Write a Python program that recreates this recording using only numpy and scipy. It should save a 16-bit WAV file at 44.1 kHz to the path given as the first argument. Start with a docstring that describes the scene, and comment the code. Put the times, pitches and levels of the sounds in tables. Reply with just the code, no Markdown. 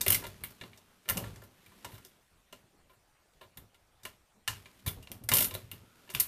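"""A hand-cranked pinwheel calculator on a desk, close to a small microphone in a quiet room.
A dense flurry of snaps opens, a second follows at 1.05 s, then sparse, mostly faint clicks.
A hard snap lands at 4.48 s, the longest rattle runs from 5.29 s; a faint squeak and last snaps close.
Each snap is a noise chatter that rings casing modes, steel, tick and desk filters; pushes shake
the desk and noise grains rub throughout, over a thin whine, room tone and hiss."""
import sys
import numpy as np
from scipy import signal
from scipy.io import wavfile
from scipy.ndimage import uniform_filter1d

SR = 44100
rng = np.random.default_rng(int(sys.argv[2]) if len(sys.argv) > 2 else 0)


def unload_audio(sound):
    """Save the sound as a 16-bit wav file, at the path given as the first command line argument."""
    columns = np.transpose(np.atleast_2d(sound))
    # keep every value between -1 and 1, then stretch to whole-number steps
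    steps = np.round(np.clip(columns, -1, 1) * 32767)
    wavfile.write(sys.argv[1], SR, steps.astype(np.int16))


N = 276507

# Mechanism snaps. Each row: start in seconds, then chatter levels over the first 10 ms, before filtering:
# high casing modes in dB, low casing modes in dB, steel in dB, bright tick in dB, desk knock in dB;
# pitch favoured among the casing modes in Hz, chatter time in ms before each part's stretch.
SNAPS = [(0.0095, -42, -46.5, -35.5, -46, -50.5, 3600, 3.5),
         (0.0132, -41, -51, -33.0, -30, -58, 3750.0, 3.2), (0.0635, -33, -40, -44, -33, -37, 2080, 4.1),
         (0.0808, -33, -48, -31.5, -23.5, -59, 3060, 3.3), (0.103, -34.5, -40, -33, -21, -46, 3020, 3.5),
         (0.1205, -32.5, -56.0, -33.0, -24, -54, 3060, 9.6),
         (0.1453, -33.5, -51, -32, -26.5, -58.5, 2130, 6.1),
         (0.2216, -58, -49, -67.5, -61, -52.0, 1090.0, 9.9),
         (0.2385, -48, -47, -53, -58.0, -47, 1000.0, 9.0),
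         (0.2517, -48, -48.5, -62, -64.0, -50, 2060.0, 2.6),
         (0.2666, -53, -53, -52.5, -48.5, -50, 3900, 3.7), (0.437, -42, -55, -68, -38, -65, 2220, 4.9),
         (0.504, -74.5, -65, -65, -58, -60, 1280, 6.4), (0.6116, -47.5, -47.5, -57, -68, -52, 1800, 6),
         (0.637, -51.5, -53.5, -69, -78, -65, 1030, 3.3), (0.732, -59, -68, -76, -81, -75, 2160, 4),
         (0.7741, -66.0, -71, -60.5, -67, -70, 3730, 6.9), (1.054, -62, -64, -72.5, -74.0, -59.5, 2260, 12),
         (1.0808, -53.5, -54, -72, -54, -50.5, 2070, 3.8), (1.0885, -35, -38.5, -37, -35, -48, 2840, 3.2),
         (1.0976, -37.5, -41, -38.0, -27, -43.5, 2090, 3.4),
         (1.109, -48, -42, -57, -45.5, -55, 1870.0, 2.1), (1.1163, -63, -49, -63, -53, -49, 1960, 14),
         (1.1713, -46, -49, -38, -42, -60, 2800, 3.2), (1.177, -41.5, -57.5, -47, -36.5, -38, 2900, 3.1),
         (1.239, -53, -49.5, -67, -73, -67, 2090.0, 4.6),
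         (1.2645, -57, -58.0, -68, -76.0, -69, 2820.0, 4.6),
         (1.3587, -61, -66.5, -59, -66, -74, 2020.0, 5.1),
         (1.4182, -72.0, -57, -68, -68, -57.5, 1170.0, 11),
         (1.436, -67.5, -63, -66, -61, -61.5, 1210.0, 8.3),
         (1.6615, -60.5, -76.5, -69, -64.5, -77, 2330.0, 4.6), (1.717, -76, -62, -79, -82, -71, 1040, 9.9),
         (1.846, -47.5, -42, -47, -52, -47.5, 980, 6.2),
         (1.905, -71, -64.0, -69.5, -66.0, -68, 1070.0, 8.1),
         (1.918, -62, -66.0, -68.5, -61.5, -66.5, 1090.0, 7.6),
         (1.9412, -63, -71, -65.0, -61, -71, 3850.0, 7.9),
         (1.9522, -62, -67.0, -69.5, -65, -68, 1060.0, 9.0),
         (1.9799, -62.5, -62, -65.5, -62, -69.5, 910.0, 4.4),
         (2.049, -61, -65, -55, -57.5, -64, 3470.0, 3.5), (2.0576, -77, -78.5, -63, -64, -71, 3440.0, 10),
         (2.5256, -50, -55, -58, -59.5, -52.5, 2790, 5.8),
         (2.8959, -69.5, -64.5, -82, -77, -67.5, 1040.0, 13),
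         (2.912, -81.5, -79.0, -81.5, -85.5, -77, 980.0, 9.0),
         (2.9323, -76, -68.5, -84, -74, -87.5, 1070, 9.0),
         (3.335, -74, -91.5, -81.5, -81, -87, 3460.0, 7.9),
         (3.4105, -58.5, -54.5, -69, -68.0, -56, 996, 9.5),
         (3.4265, -63, -68, -87, -73.0, -70.5, 1010.0, 9.0),
         (3.4377, -71, -64, -86, -82.5, -63, 1060.0, 8.5),
         (3.5719, -54, -57.5, -58.5, -49.5, -67.5, 3520, 5.7), (3.744, -65, -65, -71, -75, -78.5, 987, 7.2),
         (4.0325, -64.5, -66.5, -57.5, -62, -74.5, 3800, 11),
         (4.051, -44, -44.5, -48, -47.5, -48.5, 2860, 7.1),
         (4.4766, -31, -35.5, -33, -38.5, -63, 2810, 5.9), (4.6568, -54.5, -61.5, -66, -74, -64, 2280, 6.4),
         (4.792, -68, -79, -70, -71.5, -79, 1940.0, 9.0), (4.8619, -43, -45, -46, -38.5, -47, 3740, 13),
         (4.8764, -40.5, -55, -43, -37, -55, 3440, 7), (5.025, -58.5, -98.0, -60, -62.5, -73, 2880, 9.7),
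         (5.0725, -53, -60.5, -66, -72.5, -55, 2640, 2.8), (5.1165, -50, -61, -49, -44, -55.0, 3170, 2.2),
         (5.2374, -68.5, -72, -63, -51.5, -75.5, 900.0, 3.7),
         (5.2887, -35.5, -39.5, -33.5, -30.5, -50, 2070.0, 4.4),
         (5.316, -31.5, -30.5, -34, -31.5, -40.5, 1010, 6.4), (5.3275, -33.5, -51, -57, -47, -43, 2770, 2),
         (5.3363, -33, -46, -27.5, -21.5, -53, 3160, 5.7), (5.3521, -38, -44, -34, -26.5, -49, 3020, 9.7),
         (5.3684, -37.0, -41, -32, -24, -40.5, 3130.0, 4.4),
         (5.3841, -33.5, -49.0, -31.5, -24, -54.0, 2760, 5.6),
         (5.4056, -35, -43, -36, -26.5, -43.5, 3570.0, 5.8),
         (5.4232, -39, -44, -35.5, -29.5, -44.5, 2830, 7),
         (5.4432, -41, -47.5, -37, -30.0, -67, 1370.0, 7.1),
         (5.5094, -47.5, -51.5, -53, -56.5, -47, 1030.0, 5.2),
         (5.539, -47.5, -54, -51, -41.5, -60, 3530.0, 5.8),
         (5.5499, -43, -49.5, -49, -44.5, -42, 3920, 2.3),
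         (5.7144, -45.5, -57.5, -56, -43.5, -70, 2870, 3.3), (6.0748, -67, -63, -83, -84, -75, 2850.0, 6.1),
         (6.092, -54.5, -59, -67, -73, -53.5, 2780.0, 3.5), (6.1, -52, -53, -49.5, -51.0, -58, 1050, 9.3),
         (6.137, -53, -62, -65, -48, -71, 2900, 6.7), (6.1486, -32.5, -43.5, -39.5, -36, -63, 2850, 3.6),
         (6.199, -41, -56, -32.5, -23.5, -49.5, 4400, 4.1),
         (6.2042, -36, -52, -35, -26, -66.0, 4340.0, 3.8)]
USUAL_CHATTER_MS = 4
SOFTER_DB_PER_DOUBLING = 7.5  # the first blow weakens as the chatter time doubles
RISE_SHARE = 0.097  # build-up time constant / chatter time


def chatter(lumps, levels_db, stretch, lump_db, blow_db):
    """One sharp blow and a clump of tiny impacts that thins out, then a weak buzz of loose parts."""
    t = np.arange(4000) / SR
    out = np.zeros(N + 4000)
    lump_growth = 1.5 - np.exp(-t / 0.0018)
    grains = rng.standard_normal(lumps.shape) * gain_of(lump_db * lumps * lump_growth)
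    for row, level_db, grain in zip(SNAPS, levels_db, grains):
        start_s, chatter_ms = row[0], row[-1]
        attack = gain_of(-5.5) * np.exp(-t / 0.00056)
        clump = np.exp(-t * 1000 / (stretch * chatter_ms))
        buzz = gain_of(-15.5) * np.exp(-t / 0.026)
        rise = 1 - np.exp(-t * 1000 / (RISE_SHARE * chatter_ms))
        burst = grain * (attack + clump + buzz) * rise
        softer_db = SOFTER_DB_PER_DOUBLING * np.log2(chatter_ms / USUAL_CHATTER_MS)
        burst[20] += gain_of(blow_db - softer_db) * np.sign(grain[0])
        first_10_ms = burst[:SR // 100]
        out[round(start_s * SR):][:4000] += gain_of(level_db) * burst / np.std(first_10_ms)
    return out[:N]


def ring(hz, t60_s):
    """Decaying sine of one casing mode, unit energy."""
    t = np.arange(6000) / SR
    taps = gain_of(-60 * t / t60_s) * np.sin(2 * np.pi * hz * t)
    return taps / np.linalg.norm(taps)


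# Casing modes. Each row: pitch in Hz, relative level in dB, T60 in seconds.
CASING_MODES = [(986, 8, 0.028), (1039, 3.5, 0.058), (1390, 7, 0.065), (1745, 8.5, 0.025),
                (1800, 2.5, 0.031), (2053, -2, 0.036), (2190, -3.5, 0.019), (2340, -0.5, .03),
                (2807, -1, 0.036), (2916, 1, 0.01), (3161, -4.5, .035), (3456, -3, 0.032),
                (3694, -2, 0.018), (3940, -2, .03), (4380, -3.5, 0.011)]
LOW_HIGH_SPLIT_HZ = 1900
FAVOUR_DB, FAVOUR_WIDTH = 10, .07  # lift near the favoured pitch, reach as a share of pitch
RING_ON_DB = 1.5  # the casing rings on past the first 10 ms


def casing(lumps):
    """The place of the blow decides which modes answer; they share out the level of their group."""
    _, high_db, low_db, _, _, _, favoured_hz, _ = np.transpose(SNAPS)
    hz, mode_db, t60_s = np.transpose(CASING_MODES)
    detune = np.log(favoured_hz / hz[:, None])
    lift_db = FAVOUR_DB * np.exp(-(detune / FAVOUR_WIDTH) ** 2)
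    power = gain_of(mode_db[:, None] + lift_db) ** 2
    low = hz < LOW_HIGH_SPLIT_HZ
    out = np.zeros(N)
    for group, group_db in ((low, low_db), (~low, high_db)):
        shares = power[group] / power[group].sum(0)
        for mode_hz, mode_t60_s, share in zip(hz[group], t60_s[group], shares):
            level_db = group_db + RING_ON_DB + 10 * np.log10(share)
            drive = chatter(lumps, level_db, stretch=0.7, lump_db=2.5, blow_db=20)
            out += through(drive, ring(mode_hz, mode_t60_s))
    # the casing sounds nothing below about 700 Hz
    return signal.sosfilt(signal.butter(3, 700, "high", fs=SR, output="sos"), out)


# Spectra of steel chatter, bright tick and desk knock. Each row: frequency in Hz, relative density in dB per Hz.
STEEL_SPECTRUM = [(4200, -6.5), (5000, -3.5), (6500, -4.5), (8000, -5), (9000, -5)]
TICK_SPECTRUM = [(7800, -15.5), (9170, -4), (10300, -5), (11600, -1.5), (13000, 1), (14400, -3.5),
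                 (15500, -6)]
KNOCK_SPECTRUM = [(150, -30), (250, -17), (320, -13), (385, 2.5), (470, -8), (600, 1.5), (900, -22)]


def snaps():
    """The chatter rings the casing, rattles the steel, ticks brightly and knocks the desk."""
    _, _, _, steel_db, tick_db, knock_db, _, _ = np.transpose(SNAPS)
    # rebounds, felt by every part
    lumps = evened(uniform_filter1d(rng.standard_normal((len(SNAPS), 4000)), 35, axis=1))
    steel = chatter(lumps, steel_db, stretch=0.93, lump_db=-2, blow_db=8.5)
    tick = chatter(lumps, tick_db, stretch=1.5, lump_db=3.0, blow_db=14)
    knock = chatter(lumps, knock_db, stretch=1.5, lump_db=2.0, blow_db=13.5)
    out = casing(lumps)
    out += through(steel, colour(STEEL_SPECTRUM))
    out += through(tick, colour(TICK_SPECTRUM))
    return out + through(knock, colour(KNOCK_SPECTRUM))


def swells(times_s, levels_db, rise_s, fall_db_per_s):
    """Level curve: each event climbs 20 dB in rise_s, then falls steadily in dB; powers add."""
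    step_s = np.arange(0, N / SR, .002)
    since_s = step_s - np.asarray(times_s)[:, None]
    drop_db = np.where(since_s < 0, -since_s * 20 / rise_s, since_s * fall_db_per_s)
    db = np.asarray(levels_db)[:, None] - drop_db
    return np.interp(np.arange(N) / SR, step_s, np.sqrt((gain_of(db) ** 2).sum(0)))


# Pushes of the hands on the machine. Each row: peak time in seconds, desk shake in dB, desk rustle in dB.
HAND_PUSHES = [(0, -44, -53), (0.088, -34.5, -39.5), (.13, -44, -42.5), (.2, -50, -53), (0.259, -43.5, -54),
               (.33, -51, -66), (0.421, -47.5, -54.5), (0.628, -50.5, -50.5), (.72, -58, -67),
               (1.098, -36.5, -48), (1.168, -40, -35), (1.23, -38, -48), (1.312, -44, -61),
               (1.37, -48.5, -57.5), (1.44, -59, -59), (1.68, -60.5, -74), (1.85, -52, -55.5),
               (1.94, -50.5, -76), (2.53, -65, -60.5), (2.64, -65, -67), (2.74, -76, -64.5),
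               (2.969, -68.5, -74.5), (3.42, -61.5, -66.5), (3.58, -50.5, -56), (4.05, -54, -58.5),
               (4.36, -86, -66), (4.5, -44, -55.5), (4.57, -52.5, -62), (4.66, -60, -71),
               (4.872, -35, -47.5), (4.97, -42, -52.5), (5.111, -49, -49.5), (5.22, -42.5, -55),
               (5.322, -35.5, -34.5), (5.39, -40, -40.5), (5.46, -46, -51), (5.538, -43.5, -50.5),
               (5.64, -47.5, -78), (5.73, -48.5, -55.5), (5.82, -57.5, -60), (6.151, -39.5, -49.5),
               (6.2, -65, -58)]
# Fingers rubbing on the casing. Each row: time in seconds, reference level in dB.
FINGER_GRIP = [(0.0, -58), (0.12, -55), (0.24, -57.5), (0.89, -68), (1.1, -68), (1.24, -54), (1.5, -67.5),
               (1.92, -58.5), (2.29, -75.5), (4.47, -96), (4.64, -64), (5.32, -72.5), (5.43, -59),
               (5.73, -68), (6.13, -62.5), (6.27, -80)]
PUSH_RISE_S, SHAKE_FALL_DB_PER_S, RUSTLE_FALL_DB_PER_S = .02, 167, 159
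REST_SHAKE_DB, REST_RUSTLE_DB, REST_RUB_DB = -15, -3, -2.5  # relative to the grip level
LOOSE_DB, LOOSE_FALL_DB_PER_S = -10.5, 170  # rub after each snap, relative to its high casing level


def hand_levels():
    """Shake and rustle swell with each push; rubbing follows the fingers and lingers after each snap."""
    push_s, shake_db, rustle_db = np.transpose(HAND_PUSHES)
    snap_s, high_db = np.transpose(SNAPS)[:2]
    grip = gain_of(np.interp(np.arange(N) / SR, *np.transpose(FINGER_GRIP)))
    shake = swells(push_s, shake_db, PUSH_RISE_S, SHAKE_FALL_DB_PER_S)
    rustle = swells(push_s, rustle_db, PUSH_RISE_S, RUSTLE_FALL_DB_PER_S)
    rub = swells(snap_s + .008, high_db + LOOSE_DB, .008, LOOSE_FALL_DB_PER_S)
    return (np.hypot(shake, grip * gain_of(REST_SHAKE_DB)),
            np.hypot(rustle, grip * gain_of(REST_RUSTLE_DB)),
            np.hypot(rub, grip * gain_of(REST_RUB_DB)))


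# Low desk modes. Each row: pitch in Hz, bandwidth in Hz, relative level in dB.
DESK_MODES = [(67.8, 22, -2), (98.7, 6.5, -2), (111.7, 6.8, -2.5), (140, 16, -6.5)]
# Heavier jolts passed into the desk. Each row: start in seconds, drive level in dB.
JOLTS = [(0.081, -33), (0.61, -42), (1.095, -53), (1.162, -41), (3.573, -44.5), (4.484, -40), (4.876, -26),
         (5.212, -43), (5.316, -29.5)]
# Desk rustle and rubbing spectra. Each row: frequency in Hz, relative density in dB per Hz.
RUSTLE_SPECTRUM = [(130, -14.5), (170, -1), (197, 1), (220, -6), (250, -1), (310, -9), (390, -7),
                   (600, -13), (1200, -19.5)]
RUB_SPECTRUM = [(400, -18), (1000, -2.5), (3000, -3), (6000, -10), (9000, -11.5), (13000, -10.5),
                (15500, -21)]


def hands():
    """Uneven pushes excite the low desk modes; skin and gears rub in small grains."""
    shake, rustle, rub = hand_levels()
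    t = np.arange(6000) / SR
    desk = sum(gain_of(db) * np.exp(-np.pi * width_hz * t) * np.sin(2 * np.pi * hz * t)
               for hz, width_hz, db in DESK_MODES)
    push, brush, grain, lumps = rng.standard_normal((4, N))
    grain = grain * gain_of(2.1 * evened(uniform_filter1d(lumps, 90)))
    thud = shake * evened(through(push, desk))
    jolts = np.zeros(N)
    for start_s, db in JOLTS:
        jolts[round(start_s * SR)] = gain_of(db)
    # a short push, then the modes ring on
    thud += through(jolts, desk / desk.max() * (np.exp(-t / .012) + 0.083))
    # the desk shake carries little below about 42 Hz
    thud = signal.sosfilt(signal.butter(2, 42, "high", fs=SR, output="sos"), thud)
    rustling = rustle * evened(through(brush, colour(RUSTLE_SPECTRUM)))
    rubbing = rub * evened(through(grain, colour(RUB_SPECTRUM)))
    return thud + rustling + rubbing


# Faint squeak. Each row: time in seconds, pitch in Hz, level in dB before blurring.
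SQUEAK_TRACK = [(5.75, 1360, -88), (5.85, 1350, -68.5), (6.03, 1390, -69), (6.16, 1360, -78)]
WHINE_HZ, WHINE_PEAK_DB = 8120, -86


def tones():
    """A noise-blurred squeak as the crank comes round, and a thin whine that wavers by a few Hz."""
    s, hz, db = np.transpose(SQUEAK_TRACK)
    t = np.arange(N) / SR
    slow = uniform_filter1d(rng.standard_normal((2, N)), 170, axis=1)
    blur, waver = evened(uniform_filter1d(slow, 170, axis=1))
    squeak_level = gain_of(np.interp(t, s, db, -130, -130))
    squeak = squeak_level * blur * np.sin(2 * np.pi * np.cumsum(np.interp(t, s, hz)) / SR)
    whine = np.sin(2 * np.pi * np.cumsum(WHINE_HZ + 4 * waver) / SR)
    return squeak + gain_of(WHINE_PEAK_DB) * whine


# Room decay. Each row: frequency in Hz, T60 in seconds.
ROOM_DECAY = [(300, 0.39), (1500, 0.16), (4000, 0.18), (8000, 0.17), (13000, 0.18)]


def room(x):
    """Sparse reflections of random sign after a short gap, each band dying at its own speed."""
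    taps = np.zeros(SR // 2)
    slots = np.arange(200, len(taps) - 20, 20)
    taps[slots + rng.integers(0, 20, len(slots))] = rng.choice([-1., 1.], len(slots))
    hz, t, z = signal.stft(taps, SR, nperseg=256)
    decay = gain_of(-60 * t / read(ROOM_DECAY, hz)[:, None])
    tail = signal.istft(z * decay, SR, nperseg=256)[1]
    return through(x, tail / np.linalg.norm(tail))


# Background spectrum. Each row: frequency in Hz, relative density in dB per Hz.
HUSH_SPECTRUM = [(12, -33), (20, 2.5), (59, -5.5), (124, -8), (256, -19.5), (294, -14), (603, -14),
                 (674, -13.5), (2160, -20.5), (2340, -20), (5850, -27), (9630, -28.5), (15000, -34.5)]
HUSH_RMS_DB = -68


def hush():
    """Room tone and microphone hiss: shaped noise, slightly patchy in time and frequency."""
    hz = np.fft.rfftfreq(1024, 1 / SR)
    a, b, patches = rng.standard_normal((N // 256 + 5, 513, 3)).T
    patches = evened(uniform_filter1d(uniform_filter1d(patches, 14, axis=0), 8, axis=1))
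    z = (a + 1j * b) * gain_of(read(HUSH_SPECTRUM, hz)[:, None] + 2.5 * patches)
    noise = signal.istft(z, nperseg=1024, noverlap=768)[1][:N]
    return gain_of(HUSH_RMS_DB) * evened(noise)


def gain_of(db):
    """Decibels to amplitude."""
    return 10 ** (np.asarray(db) / 20)


def evened(x):
    """Scales to rms 1."""
    return x / np.sqrt(np.mean(x ** 2) + 1e-20)


def read(points, hz):
    """Value of a table on a log-frequency axis."""
    f, value = np.transpose(points)
    return np.interp(np.log(hz + 1), np.log(f + 1), value)


def colour(points):
    """Minimum-phase response of unit energy with the given spectrum, 30 dB per octave skirts outside it."""
    hz = abs(np.fft.fftfreq(8192, 1 / SR))
    octaves_below = np.log2((points[0][0] + 1) / (hz + 1))
    octaves_above = np.log2((hz + 1) / points[-1][0])
    beyond = np.maximum(octaves_below, octaves_above).clip(0)
    log_gain = np.log(gain_of(np.maximum(read(points, hz) - 30 * beyond, -80)))
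    min_phase = -signal.hilbert(log_gain).imag
    taps = np.fft.ifft(np.exp(log_gain + 1j * min_phase)).real[:4096]
    return taps / np.linalg.norm(taps)


def through(x, taps):
    """Convolution cut to length."""
    return signal.oaconvolve(x, taps)[:N]


def scene():
    """Machine with its room reflections, hands, tones and background."""
    machine = snaps()
    return (machine + gain_of(-10.0) * room(machine) + hands() + tones() + hush())[None]


ROLL_HZ, EDGE_HZ = 15250, 16800


def record(dry):
    """The treble rolls off fast near the top; then the band limit."""
    roll_points_hz = [0, ROLL_HZ - 500, ROLL_HZ + 150, SR / 2]
    roll = signal.firwin2(255, roll_points_hz, gain_of([-1.5, 1, -38.5, -46.5]), fs=SR)
    edge = signal.firwin(511, EDGE_HZ, window=("kaiser", 9), fs=SR)
    return signal.oaconvolve(dry, np.convolve(roll, edge)[None], "same")


dry = scene()
out = record(dry)
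unload_audio(out)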